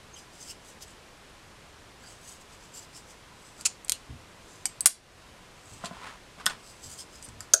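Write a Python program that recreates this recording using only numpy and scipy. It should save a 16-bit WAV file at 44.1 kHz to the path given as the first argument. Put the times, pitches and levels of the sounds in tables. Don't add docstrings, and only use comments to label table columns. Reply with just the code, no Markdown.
import sys
import numpy as np
from scipy import signal
from scipy.fft import rfft, irfft
from scipy.io import wavfile
from scipy.ndimage import uniform_filter1d

SR = 44100
rng = np.random.default_rng(int(sys.argv[2]) if len(sys.argv) > 2 else 0)


def unload_audio(sound):
    columns = np.transpose(np.atleast_2d(sound))
    steps = np.round(np.clip(columns, -1, 1) * 32767)
    wavfile.write(sys.argv[1], SR, steps.astype(np.int16))


N = 335160
TIME = np.arange(N) / SR

# (frequency [Hz], level [dB])
SCRATCH = [(200, -24), (800, -21), (1350, -12), (1900, -21), (2500, -2), (3500, -13), (4000, -4.5),
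           (5600, -6), (7000, 1), (9200, -5), (11000, -11.5), (12800, -31), (13400, -24), (16000, -36)]
NAIL = [(200, -32), (1800, -14.5), (2500, -7.5), (4400, -3), (5700, -5.5), (7500, 2), (8200, -2.5),
        (9000, 2.5), (9900, -7), (11000, -3.5), (13200, -16), (14600, -21), (16000, -30)]
RATTLE = [(300, -32), (2200, -20), (2750, 0), (3150, 8), (3600, -14), (4200, 5), (5000, -19), (8000, -27),
          (11000, -22), (16000, -42)]
EDGE = [(200, -35.5), (900, -20.5), (2300, -14), (4100, -22), (4700, -3), (5300, -9.5), (7000, -4.5),
        (8050, 2), (8700, -5), (9700, -18), (10400, -8), (11600, -15), (13300, -27.5), (16000, -45.5)]
FLEX = [(300, -41.5), (3700, -34.5), (4450, -17), (5100, -30.5), (7200, -19.5), (8250, -3), (9000, -16),
        (9400, -15.5), (10200, -17), (13000, -29.5), (16000, -37.5)]
SNAP = [(150, -46.5), (700, -14), (1900, -9.5), (2900, -14), (4800, -9), (5400, -8), (6800, -3.5),
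        (8700, 1.5), (9600, 2.5), (10500, 1), (11600, -7.5), (14000, -13.5), (16000, -21)]
GRAZE = [(300, -7), (900, -13), (1700, -24), (2700, -1.5), (3800, -1.5), (4400, 2), (5300, -7), (6800, -4),
         (7600, 0), (8400, -7), (10000, -10), (12000, -22), (16000, -42)]
DROP = [(150, -28), (600, -26), (900, -15), (1480, -11), (2270, -16), (3350, 1), (4400, -14), (5200, -3),
        (7600, -12.5), (8400, -0.5), (10500, -26), (11700, -8.5), (13000, -29), (16000, -49)]
LATCH = [(150, -29), (1000, -43), (2500, -27), (3700, -23.5), (4500, -14), (5100, -18), (5900, -7),
         (6420, -1.5), (6950, -11), (7500, -9.5), (8400, -17.5), (9800, -14.5), (12500, -25), (16000, -43)]


def from_db(db):
    return 10 ** (np.asarray(db) / 20)


def rms_one(x):
    return x / np.sqrt(np.mean(x ** 2) + 1e-20)


def unit_energy(x):
    return x / np.sqrt(np.sum(x ** 2) + 1e-20)


def at_hz(points, hz):
    f, value = np.transpose(points)
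    return np.interp(np.log(np.maximum(hz, 1)), np.log(f), value)


def add(out, s, sound):
    at = int(round(s * SR))
    out[at:at + len(sound)] += sound[:N - at]


def colour(x, spectrum, size=4096):
    log_gain = np.log(from_db(at_hz(spectrum, np.fft.rfftfreq(size, 1 / SR))))
    cepstrum = irfft(log_gain)
    cepstrum[1:size // 2] *= 2
    cepstrum[size // 2 + 1:] = 0
    impulse = unit_energy(irfft(np.exp(rfft(cepstrum))))
    return signal.fftconvolve(x, impulse)[:len(x)]


def repeats(s, db, gap_s, loss_db, count):
    gap_spread = .2
    gaps_s = gap_s * (1 + gap_spread * rng.uniform(-1, 1, count))
    starts_s = s + np.cumsum(gaps_s) - gaps_s
    return zip(starts_s, db - loss_db * np.arange(count))


def chatter(decay_ms, size=4096, count=6):
    fade = np.exp(-TIME[:size] * 1e3 / decay_ms)
    burst = rng.standard_normal(size) * fade
    for _ in range(count):
        flat = irfft(np.exp(1j * np.angle(rfft(burst))))
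        burst = flat * np.minimum(1, 10 * fade)
    return unit_energy(burst)


def clicks(desk_ms=3.3, desk_db=-18.0, contact_db=9.0):
    # (time [s], relative strength [dB], what sounds)
    contacts = [(3.6103, -26.5, "edge"), (3.6513, -22, "scratch"), (3.8475, -27.5, "flex"),
                (3.8828, -28, "nail"), (3.8957, -6, "nail"), (3.9206, -7.5, "nail"),
                (3.9270, -23.5, "rattle"), (4.6554, -9, "edge"), (4.8072, -8, "flex"),
                (4.8580, 10.5, "snap"), (4.8597, 12, "snap"), (4.8719, 0, "snap"), (5.846, -26.5, "graze"),
                (5.8570, -22, "graze"), (6.4590, -15.5, "snap"), (6.463, -4.5, "drop"),
                (6.497, -26, "graze"), (7.2260, -30.5, "edge"), (7.288, -35, "edge"),
                (7.406, -22.5, "edge"), (7.5361, 2, "latch"), (7.5378, 10, "latch"), (7.5396, 7, "latch")]
    parts = {"scratch": (SCRATCH, 0.27, 6.5, -1.1), "nail": (NAIL, .33, 4.2, -4),
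             "rattle": (RATTLE, 10.0, 15.4, 0), "edge": (EDGE, 1.3, 8, -1), "flex": (FLEX, .7, 4.6, -4),
             "snap": (SNAP, .8, 5.3, -0.29), "graze": (GRAZE, 3.9, 13.6, -0.33),
             "drop": (DROP, 2.1, 7.4, -2.5), "latch": (LATCH, 0.73, 5.3, -1.4)}
    slips = repeats(3.6549, -9.5, gap_s=.0025, loss_db=0.3, count=5)
    skid = [(s, db, "scratch") for s, db in slips]
    out = np.zeros(N)
    for s, db, part in skid + contacts:
        spectrum, chatter_ms, ring_ms, ring_db = parts[part]
        burst = chatter(chatter_ms) + from_db(ring_db) * chatter(ring_ms)
        sound = from_db(db + contact_db) * colour(burst, spectrum)
        add(out, s, sound)
        add(out, s + desk_ms / 1e3, from_db(desk_db) * sound)
    return out


def ring(modes):
    t = TIME[:SR // 2]
    out = np.zeros(len(t))
    for k, (hz, db, t60_s) in enumerate(modes):
        out += (-1) ** k * from_db(db - 60 * t / t60_s) * np.sin(2 * np.pi * hz * t)
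    return out


def knocks():
    # (time [s], strength [dB], contact time [ms], what is struck)
    blows = [(4.6557, -34, 0.033, "rim"), (5.8384, -27, .2, "box"), (5.9094, -30, 0.82, "box"),
             (6.377, -38.5, 1.2, "box"), (6.4632, -35, .1, "box"), (6.4637, -22, .1, "cover"),
             (6.471, -24.5, .1, "cover"), (7.4057, -42.5, .1, "cover"), (7.5378, -26, 0.056, "spring"),
             (7.5389, -7.5, .1, "switch")]
    # (time [s], strength of the first jolt [dB])
    bumps = [(4.091, -37.5), (5.709, -46.5), (6.85, -47.5), (7.275, -46), (7.36, -49.5)]
    bodies = {"desk": [(73.4, -3, 0.22), (100, -2, 0.15), (128, 1, 0.095), (247, -4, 0.092),
              (313, -6, 0.066)], "box": [(131, -17, 0.071), (186, -5.5, 0.065), (251, -12, 0.066),
              (540, -4.5, 0.014), (693, -6.5, 0.13), (1028, -7, 0.089), (1440, -8, 0.034)],
              "rim": [(770, -6, 0.045), (1220, -16, 0.029), (2280, -8, 0.1), (3000, -4.5, 0.066),
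              (7500, -16, .3), (8240, -3.5, 0.22), (11480, -4, 0.1)], "cover": [(880, -37, .07),
              (1046, -7, 0.08), (1290, 0, 0.033), (1482, -2, 0.05), (1580, -5, 0.04), (1843, -1, 0.04)],
              "spring": [(4850, -4, .15), (5970, -8, .25), (6160, -5, .18), (6445, -2, .13),
              (6589, -2, .13)], "switch": [(367, -12, 0.0215), (563, -7, 0.034), (663, -9.5, 0.051),
              (1377, 1, 0.022), (1530, 1, 0.018), (1645, -5, .025), (2670, -28, 0.049)]}
    jolts = []
    for start_s, first_db in bumps:
        for s, db in repeats(start_s, first_db, gap_s=.018, loss_db=2.2, count=4):
            jolts.append((s, db, 2.8, "desk"))
    out = np.zeros(N)
    for s, db, contact_ms, body in blows + jolts:
        push = np.hanning(int(contact_ms * SR / 1e3) + 3)
        add(out, s, from_db(db) * np.convolve(ring(bodies[body]), push / push.sum()))
    return out


def friction(per_s, spread_db, clump_db=1.5):
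    pressure = rms_one(uniform_filter1d(rng.standard_normal(N), size=300))
    unevenness = np.clip(rng.standard_normal(N), -2, 2)
    sizes = from_db(spread_db * unevenness + clump_db * pressure)
    signs = rng.choice([-1, 1], N)
    return rms_one(sizes * signs * (rng.random(N) < per_s / SR))


def stroke(peak_s, length_s):
    rise_share, edge_db = 0.51, 11.5
    roundness = 1.4
    span = np.flatnonzero(np.abs(TIME - peak_s) < 2 * length_s)
    t = TIME[span] - peak_s
    from_peak = np.maximum(-t / rise_share, t / (1 - rise_share)) / length_s
    return span, from_db(-edge_db * from_peak ** roundness)


def resonate(x, hz, width_hz):
    r = np.exp(-np.pi * width_hz / SR)
    feedforward = np.array([1, 0, -1]) * (1 - r * r) / 2
    feedback = [1, -2 * r * np.cos(2 * np.pi * hz / SR), r * r]
    return signal.lfilter(feedforward, feedback, x)


def fingers(resonant_db=0.5, slide_db=-1.0, ring_ms=5.7, ring_db=-2.5, squeak_width_hz=380.0):
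    # (time of the peak [s], length [s], relative level [dB])
    slides = [(0.19, .08, -49), (0.346, .07, -56.5), (0.432, .1, -46.5), (0.503, .055, -41.5),
              (0.685, .1, -51), (0.828, .03, -40.5), (0.9, .08, -54.5), (2.095, .14, -50.5),
              (2.295, .14, -47), (2.416, .03, -54.5), (2.53, .08, -55), (2.645, .09, -55.5),
              (2.772, .07, -42.5), (2.83, .07, -53.5), (2.972, .07, -46), (3.105, .09, -53),
              (3.47, .2, -57), (3.605, .06, -49.5), (4.53, .22, -55), (5.735, .22, -52), (6.69, .17, -51.5),
              (6.85, .075, -45), (6.922, .075, -43), (7.002, .055, -40), (7.155, .09, -51.5),
              (7.255, .08, -51), (7.43, .06, -54)]
    # (frequency [Hz], level [dB])
    skin = [(1300, -38), (2400, -23.5), (2950, -5), (4100, -13), (5000, -4.5), (5650, -9), (7600, -4),
            (9000, -12.5), (11000, -17.5), (13700, -22), (15400, -48)]
    # (frequency [Hz], width [Hz], level [dB])
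    housing = [(2880, 50, -23), (5080, 200, 1.5), (6080, 730, 0.5), (6700, 130, 2.5), (7380, 270, 4),
               (7740, 150, 5.5), (8220, 190, 1)]
    # (time of the middle [s], length [s], frequency [Hz], level [dB])
    squeaks = [(0.144, 0.028, 6420, -52), (0.174, .04, 3150, -54), (0.422, 0.037, 6230, -51),
               (0.501, 0.033, 5220, -45), (0.507, 0.042, 2960, -51), (0.886, .1, 7900, -61),
               (2.049, .06, 1510, -54), (2.073, 0.1, 4750, -58), (2.77, 0.083, 7300, -46),
               (2.77, .08, 12800, -64), (2.962, 0.065, 5280, -53), (3.605, .05, 1400, -54),
               (6.854, 0.075, 7600, -53), (7.007, 0.055, 5190, -46.5), (7.16, .05, 5180, -55.5),
               (7.246, 0.024, 8600, -44), (7.25, 0.032, 10900, -55)]
    slips = friction(per_s=5000, spread_db=4.5)
    metal = rms_one(sum(from_db(db) * resonate(slips, hz, width) for hz, width, db in housing))
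    rub = rms_one(colour(slips, skin) + from_db(resonant_db) * metal)
    out, t = np.zeros(N), TIME[:SR // 20]
    for s, length_s, db in slides:
        span, swell = stroke(s, length_s)
        fine_modes = unit_energy(rng.standard_normal(len(t)) * np.exp(-t * 1e3 / ring_ms))
        ringing = signal.fftconvolve(rub[span], fine_modes)[:len(span)]
        sliding = rms_one(rub[span] + from_db(ring_db) * ringing)
        out[span] += from_db(db + slide_db) * swell * sliding
    for s, length_s, hz, db in squeaks:
        grip = np.cos(np.pi * np.clip((TIME - s) / length_s, -.5, .5))
        once = resonate(slips, hz, squeak_width_hz)
        tone = rms_one(resonate(once, hz, squeak_width_hz))
        out += from_db(db) * grip * tone
    return out


def cardboard():
    # (time of the peak [s], length [s], relative level [dB])
    brushes = [(5.853, .1, -43.5), (5.96, 0.084, -50.5), (6.067, .14, -41), (6.406, 0.036, -43.5),
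               (6.507, 0.083, -38)]
    # (frequency [Hz], level [dB])
    card = [(300, -11), (650, -8), (1000, 1.5), (1650, -3), (2300, -8), (3000, -9), (3700, -12.5),
            (6000, -18.5), (9000, -21), (14000, -41)]
    out, rub = np.zeros(N), colour(friction(per_s=3000, spread_db=4.5), card)
    for s, length_s, db in brushes:
        span, swell = stroke(s, length_s)
        out[span] += from_db(db) * swell * rub[span]
    return out


def room(x, build_s=0.0035):
    # (frequency [Hz], t60 [s])
    room_t60 = [(150, 0.44), (1000, 0.14), (5000, 0.26), (9000, 0.13), (15000, .13)]
    t = TIME[:SR // 2]
    tail = np.zeros(len(t))
    edges_hz = np.geomspace(80, 18000, 10)
    for low, high in zip(edges_hz, edges_hz[1:]):
        band_filter = signal.butter(2, [low, high], "band", fs=SR, output="sos")
        band = signal.sosfilt(band_filter, rng.standard_normal(len(t)))
        t60_s = at_hz(room_t60, np.sqrt(low * high))
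        tail += band * from_db(-60 * t / t60_s)
    return signal.fftconvolve(x, unit_energy(tail * (1 - np.exp(-t / build_s))))[:N]


def hush(level_db=-52):
    # (frequency [Hz], level [dB])
    air = [(12, -36), (20, -2), (96, -3), (241, -7.5), (347, -8.5), (446, -8), (923, -11), (1000, -7.5),
           (1090, -10.5), (1660, -13), (2820, -15), (8180, -23.5), (9950, -27), (14700, -39.5),
           (16000, -58.5)]
    noise = colour(rng.standard_normal(N + SR), air, size=16384)
    return from_db(level_db) * rms_one(noise[SR:])


def scene(click_room_db=-17.5, knock_room_db=-13.0):
    sharp = clicks() + fingers()
    dull = knocks() + cardboard()
    background = hush()
    tail = room(from_db(click_room_db) * sharp + from_db(knock_room_db) * dull)
    return (sharp + dull + background + tail)[None]


def record(dry, threshold_db=-7.0, release_db_per_s=26.0, ceiling=.88, cutoff_hz=15700):
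    power = uniform_filter1d(dry[0] ** 2, size=160)
    over_db = np.maximum(10 * np.log10(np.abs(power) + 1e-12) - threshold_db, 0)
    release_db = release_db_per_s * TIME
    held_db = np.maximum.accumulate(over_db + release_db) - release_db
    limited = ceiling * np.tanh(dry * from_db(-held_db) / ceiling)
    low_pass = signal.ellip(10, .1, 100, cutoff_hz, fs=SR, output="sos")
    return signal.sosfilt(low_pass, limited)


dry = scene()
out = record(dry)
unload_audio(out)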